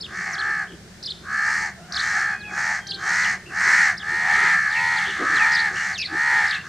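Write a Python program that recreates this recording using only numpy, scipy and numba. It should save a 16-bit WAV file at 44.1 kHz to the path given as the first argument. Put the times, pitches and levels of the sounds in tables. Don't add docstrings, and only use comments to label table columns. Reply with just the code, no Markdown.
import sys
import numpy as np
from scipy import signal
from scipy.fft import rfft, irfft
from scipy.io import wavfile
from scipy.ndimage import uniform_filter1d
from numba import njit

SR = 44100
rng = np.random.default_rng(int(sys.argv[2]) if len(sys.argv) > 2 else 0)


def int16_out(signal):
    q = np.round(np.clip(np.atleast_2d(signal).T, -1, 1) * 32767)
    wavfile.write(sys.argv[1], SR, q.astype(np.int16))


N = 294588
T = np.arange(N) / SR

# throat_db, windpipe_db, rasp_db, low_rasp_db
CAWS = [ (.047, 0.197, .424, 415, 0.33, 75.8, 0.5, -27.5, 1865, -15, -13.5, -15.5, -36),
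        (0.286, .51, .703, 423.5, .17, 70.1, 0.2, -23, 1720, -16, -18, -23, -48),
        (1.218, 1.469, 1.631, 427, 0.16, 67.35, 0.24, -21.5, 1743, -18, -19, -20, -40),
        (1.356, 1.558, 1.748, 443, 0.2, 80.25, 0.38, -24, 1845, -12, -16, -13, -39),
        (1.868, 2.081, 2.296, 430.2, 0.21, 75.54, 0.51, -23, 1826, -12.5, -15, -12.5, -25),
        (2.046, 2.248, 2.413, 426.2, .18, 69.04, 0.21, -22.5, 1700, -15.5, -26, -20.5, -29),
        (2.459, 2.676, 2.85, 432.7, 0.25, 78.46, 0.6, -22.5, 1804, -11, -22, -14, -25.5),
        (2.956, 3.211, 3.404, 460, 0.27, 78.8, 0.55, -19.5, 1853, -14, -17.5, -13, -24),
        (3.476, 3.709, 3.956, 475, 0.31, 79.7, 0.45, -18.5, 1940, -13.5, -16.5, -15.5, -30),
        (3.551, 3.813, 3.981, 438.2, 0.3, 74.07, 0.35, -17.5, 1804, -15, -27, -16, -24.5),
        (3.972, 4.217, 4.439, 446.4, .16, 77.15, 0.24, -21.5, 1900, -10.5, -19, -19, -25.5),
        (4.183, 4.461, 4.616, 453, 0.29, 78.6, 0.4, -18, 1950, -10, -10, -17.5, -19.5),
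        (4.329, 4.519, 4.76, 426.8, .1, 70.7, 0.23, -19.5, 1790, -27, -32, -20.5, -33),
        (4.605, 4.868, 5.117, 457.5, 0.21, 81.8, 0.18, -20.5, 1980, -11, -12.5, -17.5, -21),
        (4.831, 5.019, 5.304, 439.6, 0.36, 75.6, .42, -26, 1805, -13, -22, -15, -14.5),
        (5.138, 5.421, 5.546, 440.1, 0.23, 76.75, 0.48, -20, 1774, -14.5, -9, -19, -23.5),
        (5.23, 5.539, 5.758, 445, .15, 76.86, 0.22, -18, 1860, -12, -25, -19.5, -23.5),
        (5.644, 5.841, 6.002, 428, 0.23, 77.2, 0.49, -24, 1840, -14, -20, -13.5, -22),
        (6.054, 6.286, 6.535, 450.5, 0.19, 76.17, 0.24, -19, 1885, -10.5, -21, -19.5, -26),
        (6.207, 6.399, 6.638, 438.5, 0.16, 74.15, .35, -22.5, 1810, -16.5, -24, -18, -19),
        (6.575, 6.803, 7.0, 441, 0.37, 78, 0.38, -30, 1810, -15, -15, -15, -30)]
# frequency_hz, relative_level_db
RASP_COLOUR = [(2000, -72), (2700, -14), (3300, -12.5), (3800, -16), (4280, 2.5), (4800, -0.5),
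               (5700, -3.5), (6800, -6), (8000, -6.5), (9000, -11.5), (10000, -21), (13000, -28.5),
               (15500, -44)]
# frequency_hz, gain_db
TRACT = [(300, -27), (450, -13.5), (590, 3.5), (700, 9.5), (920, 9.5), (1030, 12), (1150, 9.5), (2200, 0.5),
         (2450, -7), (2800, -6), (4000, -8.5)]

# time_from_start_s, pitch_hz, level_db
TWITTER = [(0, 3147, 11), (.007, 6070, -12), (.014, 4900, -5.5), (.022, 3830, -7.5), (0.034, 5000, -3.5),
           (.045, 4334, 1), (.055, 3150, -6.5), (.063, 3390, -5.5), (.082, 4300, 0), (.102, 3300, -12)]
CHIP = [(0, 3270, -16.5), (0.014, 5560, -3.5), (0.027, 3930, -5.5), (0.036, 3100, -10), (0.047, 3660, -7),
        (0.067, 2600, -14)]
SLUR = [(0, 5200, -6), (.025, 4166, 3.5), (.045, 3200, -2.5), (.06, 2700, 4.5), (.1, 2550, 8),
        (.14, 1900, -3)]
DROP = [(0, 7300, -12), (0.023, 5100, 1), (.04, 3100, -6)]
ARCH = [(0, 3120, 4), (.01, 4400, 0), (0.028, 4200, 4.5), (.04, 3100, 1)]
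CHURR = [(0, 2468, 11), (0.021, 2850, 9), (.05, 2590, 8), (.08, 2800, 3.5), (.11, 2650, -5)]
# start_s, figure, pitch_ratio, level_db, warble (share of the pitch)
CHIRPS = [ (.002, CHIP, 1, -26, 0.03), (0.321, DROP, 1, -30, 0.017), (0.38, ARCH, 0.97, -34, 0.047),
          (0.668, CHURR, 1.12, -57.5, 0.067), (1.026, TWITTER, 1.022, -26.5, 0.036),
          (1.921, TWITTER, 1.05, -24, 0.04), (2.392, SLUR, .95, -46.5, 0.025),
          (2.867, TWITTER, 1.033, -26.5, .05), (3.219, CHIP, .86, -28, 0.028),
          (3.456, CHURR, 1.01, -54, 0.034), (3.967, CHIP, 0.99, -27.5, 0.024),
          (4.696, SLUR, 1.01, -39, 0.019), (4.747, CHURR, 0.81, -36.5, 0.07),
          (4.96, CHIP, 0.87, -29.5, 0.029), (5.052, CHURR, 1.18, -42.5, 0.081),
          (5.343, SLUR, 0.93, -32, 0.017), (5.517, TWITTER, 1.08, -24.5, 0.064),
          (5.75, CHURR, 1.05, -45, 0.05), (5.925, SLUR, 0.99, -34, 0.031),
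          (5.976, TWITTER, 1.1, -24, 0.052), (6.469, TWITTER, 0.99, -27, 0.0524),
          (6.52, CHURR, 0.99, -44.5, 0.025)]

# time_s, pitch_hz, level_db
COCK = [(1.72, 675, -79), (1.79, 703, -49), (1.86, 725, -51), (1.92, 696, -55), (2.1, 815, -42),
        (2.3, 820, -43.5), (2.48, 840, -39.5), (2.62, 827, -43), (2.76, 811, -52), (2.87, 795, -46),
        (2.98, 788, -42.5), (3.15, 790, -51)]
# frequency_hz, gain_db
COCK_THROAT = [(700, 5.5), (800, -10.5), (1400, -1), (1600, 4.5), (2350, -22), (2500, -0.5), (2800, -13),
               (3140, -2), (3300, -13)]
# centre_s, level_db, spread_s, filter_centre_hz, filter_width_hz
THUMPS = [(0.73, -43.5, 0.019, 340, 136), (4.43, -41.5, 0.06, 390, 87), (5.095, -40, 0.016, 390, 103),
          (5.23, -29.5, 0.027, 336, 277), (5.338, -38.5, 0.039, 312, 219.6), (5.74, -41, 0.023, 370, 89),
          (6.144, -36, 0.021, 334, 109)]
# frequency_hz, relative_level_db (per Hz)
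TOWN_COLOUR = [(25, -14), (45, -15.5), (65, -1.5), (110, -5), (200, 1), (260, -14.5), (380, -22),
               (650, -14.5), (950, -21), (1700, -15.5), (2800, -26), (5000, -22), (8000, -27.5),
               (15000, -45.5)]
# centre_hz, filter_width_hz, level_db
HUM = [(101.5, 41, -57.5), (172.8, 23, -52.5)]

# frequency_hz, gain_db
ECHO_COLOUR = [(500, 0), (3000, 0), (10000, -4)]
SCATTER_COLOUR = [(800, -19.5), (1800, -33.0), (3000, -16.0), (5000, -17.5), (8000, -8.0), (12000, -17.5)]
HISS_COLOUR = [(40, -24.0), (180, -14), (400, -23.5), (1500, -22.0), (6000, -25.5), (10000, -32.5),
               (15000, -44)]

ATTACK_S, ATTACK_CURVE = .13, 1.26
RELEASE_S, RELEASE_CURVE = 0.077, 1.61
DOME_DB = 7
PITCH_DROP, DROP_S = .22, .035
THROAT_HZ = 792
BEAK_RISE, BEAK_SAG = 0.081, 0.088
WAVER_DB, WAVER_RATE = 2.5, 18
THROAT_POWER, WINDPIPE_POWER, RASP_POWER = 0.94, 0.73, 1.08
TOWN_DB = -45.5
TOP_HZ = 15200


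def undb(db):
    return 10 ** (np.asarray(db) / 20)


def unit(x):
    return x / np.sqrt(np.mean(x ** 2))


def curves(rows, t=T):
    s, *columns = np.transpose(rows)
    return [np.interp(t, s, column) for column in columns]


def walk(rate, size=N):
    step = max(int(SR / rate), 2)
    held = np.repeat(rng.standard_normal(size // step + 1), step)
    return unit(uniform_filter1d(held, step))[:size]


def colour(x, points):
    hz, db = np.transpose(points)
    grid_hz = np.linspace(1, SR / 2, 2049)
    gain = undb(np.interp(np.log(grid_hz), np.log(hz), db))
    cepstrum = irfft(np.log(gain))
    cepstrum[1:2048] *= 2
    cepstrum[2049:] = 0
    impulse = irfft(np.exp(rfft(cepstrum)))
    return signal.fftconvolve(x, impulse)[:len(x)]


@njit
def svf(x, hz, width):
    y, band, low = np.empty(len(x)), 0., 0.
    for i in range(len(x)):
        g, k = np.tan(np.pi * hz[i] / SR), width / hz[i]
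        v = (band + g * (x[i] + 1e-18 - low)) / (1 + g * (g + k))
        band, low, y[i] = 2 * v - band, low + 2 * g * v, k * v
    return y


def resonance(x, hz, width_hz):
    hz = hz * np.ones(len(x))
    once = svf(x, hz, float(width_hz))
    return svf(once, hz, float(width_hz))


def steady(x, span_s=0.067):
    power = uniform_filter1d(x ** 2, int(span_s * SR))
    return x / np.sqrt(np.abs(power) + .015 * np.mean(x ** 2))


def crows():
    out = np.zeros(N)
    for start, crest, end, *voice in CAWS:
        span = (T >= start) & (T < end)
        out[span] += caw(T[span], start, crest, end, *voice)
    return out


def caw(t, start, crest, end, pitch_hz, sag, flutter_hz, rough, db, beak_hz,
        throat_db, windpipe_db, rasp_db, low_rasp_db):
    size = len(t)
    along = np.interp(t, [start, end], [-1, 1])
    attack = np.clip((t - start) / ATTACK_S, 0, 1) ** ATTACK_CURVE
    release = np.clip((end - t) / RELEASE_S, 0, 1) ** RELEASE_CURVE
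    push = attack * release * undb(-DOME_DB * along ** 2)

    from_crest = np.interp(t, [start, crest, end], [-1, 0, 1])
    arch = (1 - sag * from_crest ** 2) * (1 - PITCH_DROP * np.exp((t - end) / DROP_S))
    voice, air = syrinx(arch, pitch_hz, flutter_hz, rough)
    tract = colour(voice, TRACT)

    opening = 1 + BEAK_RISE * along - BEAK_SAG * along ** 2
    beak = resonance(tract, beak_hz * opening, 615) + undb(-16) * resonance(tract, 2163, 255)
    beak = push * steady(beak)

    throat_gain = undb(throat_db + WAVER_DB * walk(WAVER_RATE, size)) * push ** THROAT_POWER
    throat = throat_gain * steady(resonance(tract, THROAT_HZ * opening, 550))
    windpipe_gain = undb(windpipe_db + WAVER_DB * walk(WAVER_RATE, size)) * push ** WINDPIPE_POWER
    windpipe = windpipe_gain * steady(resonance(tract, 1325, 183))

    rasp = undb(rasp_db) * steady(colour(air, RASP_COLOUR))
    rasp = rasp + undb(low_rasp_db) * steady(resonance(air, 3340, 1160))
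    return undb(db) * (beak + throat + windpipe + push ** RASP_POWER * rasp)


def syrinx(arch, pitch_hz, flutter_hz, rough, throb_db=1.45, throb_lead=0.93, rasp_throb_db=2.0,
           rasp_lead=2.7, ring=1.95, whistle=2.1):
    size = len(arch)
    rough = np.clip(rough, .1, .6)
    clear = (1 - rough) ** 4

    flutter_rate = flutter_hz * np.sqrt(arch) * (1 + .14 * rough * walk(70, size))
    flutter = 2 * np.pi * np.cumsum(flutter_rate) / SR
    slide = (.075 + .05 * rough) * (np.sin(flutter) + .15 * np.sin(2 * flutter))
    jitter = .042 * rough * walk(350, size)
    cycles = np.cumsum(pitch_hz * arch * (1 + slide + jitter)) / SR

    closures = np.interp(np.arange(1, cycles[-1]), cycles, np.arange(size))
    strength = undb(4.5 * rough * rng.standard_normal(size)[:len(closures)])
    sample, fraction = closures.astype(int), closures % 1
    pulses = np.zeros(size + 1)
    np.add.at(pulses, sample, strength * (1 - fraction))
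    np.add.at(pulses, sample + 1, strength * fraction)
    pulses = unit(pulses[:size])
    air = unit(np.exp(-(cycles % 1) / 1.34) * rng.standard_normal(size))

    voice = (pulses + .8 * rough ** 2 * air) * undb(-throb_db * np.cos(flutter + throb_lead))
    voice = voice + ring * clear * resonance(voice, 4.07 * pitch_hz * np.sqrt(arch), 220)

    rasp = (0.32 * pulses + air) * undb(-rasp_throb_db * np.cos(flutter + rasp_lead))
    high_hiss = 2.5 * rough * resonance(rasp, 6200, 3000)
    windpipe_mode = whistle * clear * resonance(pulses, 4300, 350)
    return voice, rasp + high_hiss + windpipe_mode


def small_birds(overtone_db=-27, second_voice_db=-7, second_ratio=0.88, flicker_db=3):
    out = np.zeros(N)
    for start, figure, ratio, db, warble in CHIRPS:
        span = (T >= start) & (T < start + figure[-1][0])
        hz, shape_db = curves(figure, T[span] - start)
        size = len(hz)
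        pitch = uniform_filter1d(hz, 200) * ratio * (1 + warble * walk(600, size))
        phase = 2 * np.pi * np.cumsum(pitch) / SR
        tone = np.sin(phase) + undb(overtone_db) * np.sin(2 * phase)
        if figure is TWITTER:
            tone = tone + undb(second_voice_db) * np.sin(second_ratio * phase)
        level = undb(db + shape_db + flicker_db * walk(300, size))
        out[span] += level * signal.windows.tukey(size, .1) * tone
    return out


def cock(count=4):
    hz, db = curves(COCK)
    waver = np.where(hz < 750, .045, .006) * walk(260)
    phase = 2 * np.pi * np.cumsum(hz * (1 + waver)) / SR
    tone = np.zeros(N)
    for k in range(1, count + 1):
        throat_db = np.interp(k * hz, *np.transpose(COCK_THROAT))
        tone += undb(throat_db + 3.0 * walk(24.97)) * np.sin(k * phase)
    calling = (T > COCK[0][0]) & (T < COCK[-1][0])
    return tone * undb(db) * calling


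def thumps():
    out = np.zeros(N)
    for s, db, spread_s, hz, width_hz in THUMPS:
        bell = np.exp(-.5 * ((T - s) / spread_s) ** 2)
        out += undb(db) * bell * unit(resonance(rng.standard_normal(N), hz, width_hz))
    return out


def town():
    wash = unit(colour(rng.standard_normal(N), TOWN_COLOUR)) * undb(TOWN_DB + .5 * walk(2.41))
    swell = unit(resonance(rng.standard_normal(N), 370.5, 127)) * undb(-55.5 + 4.1 * walk(11))
    hum = np.zeros(N)
    for hz, width_hz, db in HUM:
        hum += undb(db) * unit(resonance(rng.standard_normal(N), hz, width_hz))
    return wash + swell + hum


def surroundings(x, t60_s=0.46, delay_s=0.0056):
    t = T[:SR]
    tail = rng.standard_normal(SR) * undb(-60 * t / t60_s) * (t > delay_s)
    scattered = signal.fftconvolve(x, tail / np.linalg.norm(tail))[:N]
    return colour(scattered, ECHO_COLOUR)


def scene():
    calls, chirps = crows(), small_birds()
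    echo = surroundings(undb(-15) * calls + undb(-10) * chirps)
    middle = calls + chirps + echo + cock() + thumps() + town()
    scatter = surroundings(calls + chirps, t60_s=0.066, delay_s=0.0016)
    scatter = colour(scatter, SCATTER_COLOUR)
    hiss = undb(-52.5) * unit(colour(rng.standard_normal(N), HISS_COLOUR))
    return middle + (scatter + hiss) * np.array([[1], [-1]])


def record(dry):
    low_pass = signal.ellip(8, .2, 70, TOP_HZ, fs=SR, output="sos")
    return signal.sosfilt(low_pass, dry)


dry = scene()
out = record(dry)
int16_out(out)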